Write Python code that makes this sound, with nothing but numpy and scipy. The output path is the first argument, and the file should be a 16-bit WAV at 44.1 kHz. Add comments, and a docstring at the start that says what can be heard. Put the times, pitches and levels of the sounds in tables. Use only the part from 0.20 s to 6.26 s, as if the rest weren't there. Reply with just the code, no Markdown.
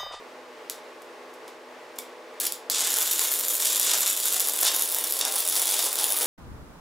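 """Stick welding on a steel tube in a small workshop, over the welding machine's fan and hum.
First the rod ticks and scratches on the tube, and rings after one knock. At 2.2 s the arc flashes briefly.
From 2.5 s it burns on: a dense sizzle of tiny sparks, soft pushes of hot gas, and loud snaps where
drops of metal short the gap. Near 4.45 s and 5 s it sputters, relighting in short rasps."""
import sys
import numpy as np
from scipy import signal
from scipy.fft import rfft, irfft
from scipy.io import wavfile

SR = 44100
rng = np.random.default_rng(int(sys.argv[2]) if len(sys.argv) > 2 else 0)


def bounce(signal):
    """Save signal as a 16-bit WAV file at the path given by the first command-line argument."""
    frames = np.transpose(np.atleast_2d(signal))
    limited = np.clip(frames, -1, 1)
    pcm = np.round(limited * 32767).astype(np.int16)
    wavfile.write(sys.argv[1], SR, pcm)


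N = 267246
T = np.arange(N) / SR
HZ = np.fft.rfftfreq(N, 1 / SR)


# arc strength, first flash and steady burn: (time [s], sizzle [dB], roar [dB])
ARC_FLASH = [(2.2, -32.5, -51), (2.235, -33.5, -39), (2.272, -29.5, -49)]
ARC_BURN = [(2.5, -30, -44.5), (2.66, -29.5, -38), (2.81, -31.5, -38.5), (2.911, -32, -47),
            (2.98, -30.3, -39), (3.27, -35, -46.3), (3.39, -34, -42), (3.48, -27.3, -44), (3.6, -29.5, -41),
            (3.68, -25, -38), (3.77, -30.5, -37.5), (3.87, -25.5, -36), (3.93, -32.5, -47),
            (4.16, -30, -40), (4.39, -33, -43), (4.53, -31.5, -35.5), (4.65, -35, -48), (4.81, -34, -40.5),
            (4.94, -35, -48), (5.08, -34, -38), (5.21, -34.5, -47), (5.531, -27, -41), (5.74, -34, -41),
            (5.79, -26.5, -38), (5.93, -35.5, -42), (6.06, -31.5, -40.5)]
def sizzle(sparks_per_s=3000, pops_per_s=110, spread_db=3.5, hiss_db=-9.5, flutter_db=3, wander_db=1):
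    """Tiny sparks and hiss, clumped by the restless arc, plus small pops; all scaled by its strength."""
    chance, size, noise = rng.random(N), rng.exponential(1, N), rng.standard_normal(N)
    sparks = (chance < sparks_per_s / SR) * amp(spread_db * np.minimum(size, 4)) * np.sign(noise)
    flutter = amp(flutter_db * drift(rate_hz=89))
    hiss = amp(hiss_db) * rng.standard_normal(N)
    roar, mid, fizz = unit_bands(at_weld((unit_rms(sparks) + hiss) * flutter))
    pop_onsets = (chance > 1 - pops_per_s / SR) * (0.5 + rng.random(N))
    pops = signal.lfilter([1], [1, -np.exp(-3000 / SR)], pop_onsets) * noise  # 1/3 ms decay
    _, pop_mid, pop_fizz = unit_bands(at_weld(pops))
    mid = mid + amp(-8.5) * pop_mid
    fizz = fizz + amp(-1.5) * pop_fizz
    flashing = (T >= ARC_FLASH[0][0]) & (T <= ARC_FLASH[-1][0])
    burning = T >= ARC_BURN[0][0]
    out = np.zeros(N)
    for strength, lit in ((ARC_FLASH, flashing), (ARC_BURN, burning)):
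        sizzle_db, roar_db, fizz_db = arc_levels(strength)
        out += lit * (amp(roar_db - 2) * roar + amp(sizzle_db - 0.7) * mid + amp(fizz_db) * fizz)
    return out * amp(wander_db * drift(rate_hz=6.9))


SIZZLE_REF_DB, FIZZ_REF_DB = -32, -32.5
# fizz dips (fresh arc, biggest surge, after a sputter): (start [s], recovery [s], depth [dB])
FIZZ_DIPS = [(2.5, 0.22, -8.5), (3.66, 0.12, -5), (5.02, 0.064, -16)]
def arc_levels(strength, fizz_follow=0.54):
    """Sizzle, roar and fizz in dB over time; the fizz follows only part of each surge."""
    times_s, *columns = np.transpose(strength)
    sizzle_db, roar_db = (np.interp(T, times_s, column) for column in columns)
    dip_db = sum(depth_db * (T >= start_s) * np.exp(-((T - start_s) / recovery_s) ** 4)
                 for start_s, recovery_s, depth_db in FIZZ_DIPS)
    return sizzle_db, roar_db, FIZZ_REF_DB + fizz_follow * (sizzle_db - SIZZLE_REF_DB) + dip_db


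# dry rod touches: (time [s], level [dB], brightness [dB])
ROD_TOUCHES = [(0.4988, -19, -0.5), (0.8196, -50, -2), (1.1395, -47, -7), (1.2809, -39, -16),
               (1.7878, -22.5, 3), (2.1421, -56, -6)]
# arc strikes and big drops: (time [s], level [dB], brightness [dB])
BIG_SNAPS = [(2.2009, -19, 6), (2.2684, -14.5, 4), (2.3226, -17, 6), (2.4996, -12, -2), (2.6072, -15.5, -7),
             (2.6724, -16, -1), (2.7407, -15, 1), (2.8266, -14, 8), (2.9341, -15.5, 5), (2.9936, -12.5, 3),
             (3.2837, -15, 7), (3.5979, -13.5, 5), (3.8071, -14, 11), (4.2866, -14.5, 8), (4.4128, -15, 8),
             (4.5642, -15, 6), (4.6226, -14, 6), (4.7468, -13.5, 6), (4.9238, -14, 6), (5.0515, -14.5, -2),
             (5.2764, -15, 8), (5.2881, -16, 8), (5.3552, -14.5, 6), (5.4182, -13.5, 4), (5.9228, -13.5, 8)]
def snaps(gain_db=0.7, tilt_db=-1.5):
    """Drops short the gap and burst with a crack; dry touches of the rod crack more cleanly."""
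    out = np.zeros(N)
    for rows, scatter in ((ROD_TOUCHES, 0.15), (BIG_SNAPS, 0.9), (small_drops(), 0.9)):
        for time_s, level_db, bright_db in rows:
            add(out, time_s, amp(level_db + gain_db) * crack(bright_db + tilt_db, scatter, 0.0008))
    return at_weld(thin(out, cutoff_hz=2730, body_db=-5))


def small_drops(drops_per_s=26, base_db=-18, base_bright_db=4.5, fizz_follow=0.49, count=200):
    """Rows like BIG_SNAPS: drops at uneven intervals, louder with the fizz, duller as the arc surges."""
    sizzle_db, _, fizz_db = arc_levels(ARC_BURN)
    times_s = ARC_BURN[0][0] + (np.arange(count) + 2 * rng.random(count)) / drops_per_s
    size, tint_db = rng.standard_normal((2, count))
    level_db = base_db + 0.5 * size + fizz_follow * (np.interp(times_s, T, fizz_db) - FIZZ_REF_DB)
    surge_db = np.interp(times_s, T, sizzle_db) - SIZZLE_REF_DB
    bright_db = base_bright_db + tint_db - surge_db
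    return [row for row in zip(times_s, level_db, bright_db) if row[0] < T[-1]]


# arc sputters: (start [s], end [s], first rate [Hz], last rate [Hz], level [dB])
SPUTTERS = [(4.443, 4.456, 800, 650, -27), (4.4559, 4.472, 480, 460, -17), (4.4725, 4.489, 570, 1000, -17),
            (5.0115, 5.0145, 900, 900, -14)]
def rasps(gain_db=-2, first_bright_db=-12, dulling_db_per_s=330, jitter=0.076):
    """The arc relights in quick succession: clean cracks at a gliding rate, growing duller."""
    out = np.zeros(N)
    for start_s, end_s, first_hz, last_hz, level_db in SPUTTERS:
        time_s = start_s
        while time_s < end_s:
            bright_db = first_bright_db - dulling_db_per_s * (time_s - start_s)
            gain = amp(level_db + gain_db + rng.standard_normal())
            add(out, time_s, gain * crack(bright_db, scatter=0.13, scatter_s=0.00093))
            rate_hz = np.interp(time_s, [start_s, end_s], [first_hz, last_hz])
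            time_s += (1 + jitter * rng.uniform(-1.3, 1)) / rate_hz
    return at_weld(thin(out, cutoff_hz=2770, body_db=-29))


def crack(bright_db, scatter, scatter_s, pivot_hz=8500, size=256):
    """One pressure spike and the splutter after it, with the energy of 1 ms at rms 1."""
    hz, t = np.fft.rfftfreq(size, 1 / SR), T[:size]
    splutter = rng.standard_normal(size) * np.exp(-(t / scatter_s) ** 2) * (t > 0)
    spike = (t == 0) + scatter * splutter / np.linalg.norm(splutter)
    tilt = minimum_phase(0.6 * bright_db * np.tanh((hz - pivot_hz) / 3000))
    out = np.convolve(spike, tilt)
    return out / np.linalg.norm(out) * np.sqrt(SR / 1000)


def thin(x, cutoff_hz, body_db):
    """Very short bursts carry little below the cutoff."""
    return butter(x, 3, cutoff_hz, "high") + amp(body_db) * butter(x, 2, cutoff_hz / 2, "low")


# spark spectrum: (frequency [Hz], level [dB])
SPARK_SPECTRUM = [(30, -51), (130, -30.5), (250, -12), (450, -4.5), (1000, 0), (2400, -4), (3300, -1),
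                  (5000, 1.5), (8000, 1), (9000, 0), (11500, 0.5), (14200, -4), (16000, -3)]
# resonances around the weld: (centre [Hz], width [Hz], early gain [dB], late gain [dB])
WELD_RESONANCES = [(680, 720, -2, 4.5), (3560, 540, 5, 4.5), (4800, 870, -0.5, 0.5), (5680, 230, 4, 2.5),
                   (7060, 850, 6, 2), (8100, 870, 4, 2.5), (9856, 1010, 8.5, 8.5), (11210, 1100, 3.5, 4.5),
                   (13020, 1330, 11, 4.5), (14850, 770, 7, 8.5)]
def at_weld(x, size=4096):
    """Tube, vice and rod colour each click; resonances grow in, then shift as the rod burns down."""
    hz = np.fft.rfftfreq(size, 1 / SR)
    centre_hz, width_hz, early_db, late_db = np.transpose(WELD_RESONANCES)
    bumps = 1 / (1 + (2 * (hz[:, None] - centre_hz) / width_hz) ** 4)
    stage = np.interp(T, [2.35, 2.7, 3.9, 5.2], [0.85, 0.9, 1, 2])  # 0 faint, 1 early, 2 late
    out = np.zeros(N)
    for k, gains_db in enumerate((0.15 * early_db, early_db, late_db)):
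        response = minimum_phase(curve_at(SPARK_SPECTRUM, hz) + bumps @ gains_db)
        crossfade = np.maximum(1 - abs(stage - k), 0)
        out += crossfade * signal.oaconvolve(x, response)[:N]
    return out


# rod tip scratches: (start [s], length [s], level [dB])
TIP_SCRAPES = [(0.818, 0.008, -51), (1.098, 0.015, -66), (1.132, 0.02, -59), (1.275, 0.017, -51),
               (1.757, 0.016, -51), (1.784, 0.0082, -36.5), (2.138, 0.012, -63.5)]
def scrapes(gain_db=-2.5, grit_db=3.5, body_db=9, body_hz=3000):
    """The tip catches and slides over scale: gritty, fading bursts, duller than a spark."""
    out = np.zeros(N)
    grit = unit_rms(rng.standard_normal(N) * amp(grit_db * drift(rate_hz=670)))
    for start_s, length_s, level_db in TIP_SCRAPES:
        age = np.maximum(T - start_s, 0) / length_s
        envelope = np.minimum(age * 10, 1) * np.exp(-age ** 2)
        out += amp(level_db + gain_db) * envelope * grit
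    return at_weld(out + amp(body_db) * butter(out, 1, body_hz, "low"))


def rod_ping(start_s=1.788, pitch_hz=2270, level_db=-41.5, t60_s=0.12):
    """The rod rings briefly after knocking on the tube."""
    out, t = np.zeros(N), T[:8000]
    add(out, start_s, amp(level_db - 60 * t / t60_s) * np.sin(2 * np.pi * pitch_hz * t))
    return out


# pushes of hot gas: (time [s], level [dB])
GAS_PUFFS = [(2.499, -40.5), (2.679, -53), (2.827, -46), (2.991, -52), (3.596, -51), (3.81, -49),
             (4.409, -54), (4.6, -53), (5.911, -52)]
def puffs(swell_s=0.0012):
    """Hot gas swells and falls back: one low push each."""
    out, age = np.zeros(N), T[:2000] / swell_s
    push = 2 * age * (2 - age) * np.exp(-age)
    for time_s, level_db in GAS_PUFFS:
        add(out, time_s, amp(level_db) * push)
    return out


def workshop(x, wet_db=-4, floor_db=-20.5, floor_delay_s=0.0093, tails=5):
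    """Direct sound, a floor echo and short, randomly crossfaded stereo tails: a smooth small room."""
    mid, side = x.copy(), np.zeros(N)
    add(mid, floor_delay_s, amp(floor_db) * x)
    weights = np.array([drift(rate_hz=9) for _ in range(tails)])
    for weight in weights / np.linalg.norm(weights, axis=0):
        wet = amp(wet_db) * signal.oaconvolve((weight * x)[None], room_tail(), axes=1)[:, :N]
        mid, side = mid + wet[0], side + wet[1]
    return np.array([mid + side, mid - side])


# room decay: (frequency [Hz], T60 [s])
ROOM_DECAY = [(200, 0.21), (2500, 0.45), (6600, 0.27), (11000, 0.2), (16000, 0.17)]
# room width: (frequency [Hz], side over mid [dB])
ROOM_WIDTH = [(100, -29), (500, -31), (1200, -14), (2200, -8), (4000, -11.5), (8000, -13.5), (16000, -7.5)]
def room_tail(density=0.2, onset_s=0.002, size=22050):
    """Sparse reflections that die faster in the treble: a mid and a weaker side response."""
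    taps = np.sign(rng.standard_normal((2, size))) * (rng.random((2, size)) < density)
    taps *= 1 - np.exp(-T[:size] / onset_s)
    hz, age_s, spectra = signal.stft(taps, SR, nperseg=256)
    spectra *= amp(-60 * age_s / curve_at(ROOM_DECAY, hz)[:, None])
    spectra[1] *= amp(curve_at(ROOM_WIDTH, hz))[:, None]
    response = signal.istft(spectra, SR, nperseg=256)[1]
    return response / np.linalg.norm(response[0])


# fan air: (frequency [Hz], relative density [dB])
FAN_SPECTRUM = [(30, -59), (100, -28.5), (190, -23), (280, -13.5), (340, -5.5), (490, -1), (720, -6.5),
                (1100, -6), (1350, -11), (2000, -11.5), (3000, -18), (5000, -23), (8000, -29.5),
                (16000, -40)]
# fan width: (frequency [Hz], side over mid [dB])
FAN_WIDTH = [(60, -12), (180, -24), (550, -13), (1650, -6), (4970, -7.5), (15000, -14)]
def fan(level_db=-46, swell_db=0.54):
    """Air rushes through the machine's fan: stereo noise whose level wavers slightly."""
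    spectra = rfft(rng.standard_normal((2, N))) * amp(curve_at(FAN_SPECTRUM, HZ))
    mid = irfft(spectra[0], N)
    side = irfft(spectra[1] * amp(curve_at(FAN_WIDTH, HZ)), N)
    gain = amp(level_db - swell_db * drift(rate_hz=4.4))
    return gain * np.array([mid + side, mid - side]) / mid.std()


# mains hum, then casing tones: (frequency [Hz], level [dB])
HUM_TONES = [(253, -63), (334, -60.5), (410, -65.5), (447, -57.5), (496, -56), (612, -56), (845, -60),
             (1093, -64)]
def hum(mains_waver_hz=1, casing_waver_hz=5.34, flicker=0.34):
    """The machine hums at a near-steady pitch; its casing tones waver more. All flicker in level."""
    out = np.zeros(N)
    for k, (hz, level_db) in enumerate(HUM_TONES):
        waver_hz = casing_waver_hz if k else mains_waver_hz
        cycles = np.cumsum(hz + waver_hz * drift(rate_hz=15.54)) / SR
        gain = amp(level_db) * (1 + flicker * drift(rate_hz=16))
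        out += gain * np.sqrt(2) * np.sin(2 * np.pi * cycles)
    return out


def amp(db):
    """Decibels to gain."""
    return 10 ** (np.asarray(db) / 20)


def unit_rms(x):
    """Scaled to rms 1."""
    return x / np.sqrt(np.mean(x ** 2) + 1e-20)


def curve_at(points, hz):
    """Interpolates on a log-frequency axis."""
    points_hz, values = np.transpose(points)
    return np.interp(np.log(hz + 1), np.log(points_hz), values)


def add(mix, start_s, sound):
    """Mixes a sound in, in place."""
    part = mix[round(start_s * SR):][:len(sound)]
    part += sound[:len(part)]


def drift(rate_hz):
    """Random wander below rate_hz, rms 1."""
    return unit_rms(irfft(rfft(rng.standard_normal(N)) / (1 + (HZ / rate_hz) ** 4), N))


def butter(x, order, edges_hz, kind):
    """Flat-passband filter."""
    return signal.sosfilt(signal.butter(order, edges_hz, kind, fs=SR, output="sos"), x)


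def unit_bands(x):
    """Roar, sizzle and fizz bands, each at rms 1."""
    bands_hz = ([10, 2500], [2500, 8500], [8500, 20000])
    return [unit_rms(butter(x, 3, edges_hz, "band")) for edges_hz in bands_hz]


def minimum_phase(gains_db, size=2048):
    """The quickest impulse response of this spectral shape, energy 1."""
    log_gain = np.log(amp(np.r_[gains_db, gains_db[-2:0:-1]]))
    taps = np.fft.ifft(np.exp(signal.hilbert(log_gain).conj())).real[:size]
    return taps / np.linalg.norm(taps)


def scene():
    """Arc and rod in the workshop, over the running machine."""
    return fan() + hum() + puffs() + rod_ping() + workshop(sizzle() + scrapes() + rasps() + snaps())


def record(dry, cutoff_hz=15800):
    """Rounds off the tallest spikes, then limits the band."""
    lowpass = signal.firwin(401, cutoff_hz, window=("kaiser", 8), fs=SR)
    return signal.oaconvolve(np.tanh(dry), lowpass[None], "same")


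dry = scene()
out = record(dry)
bounce(out)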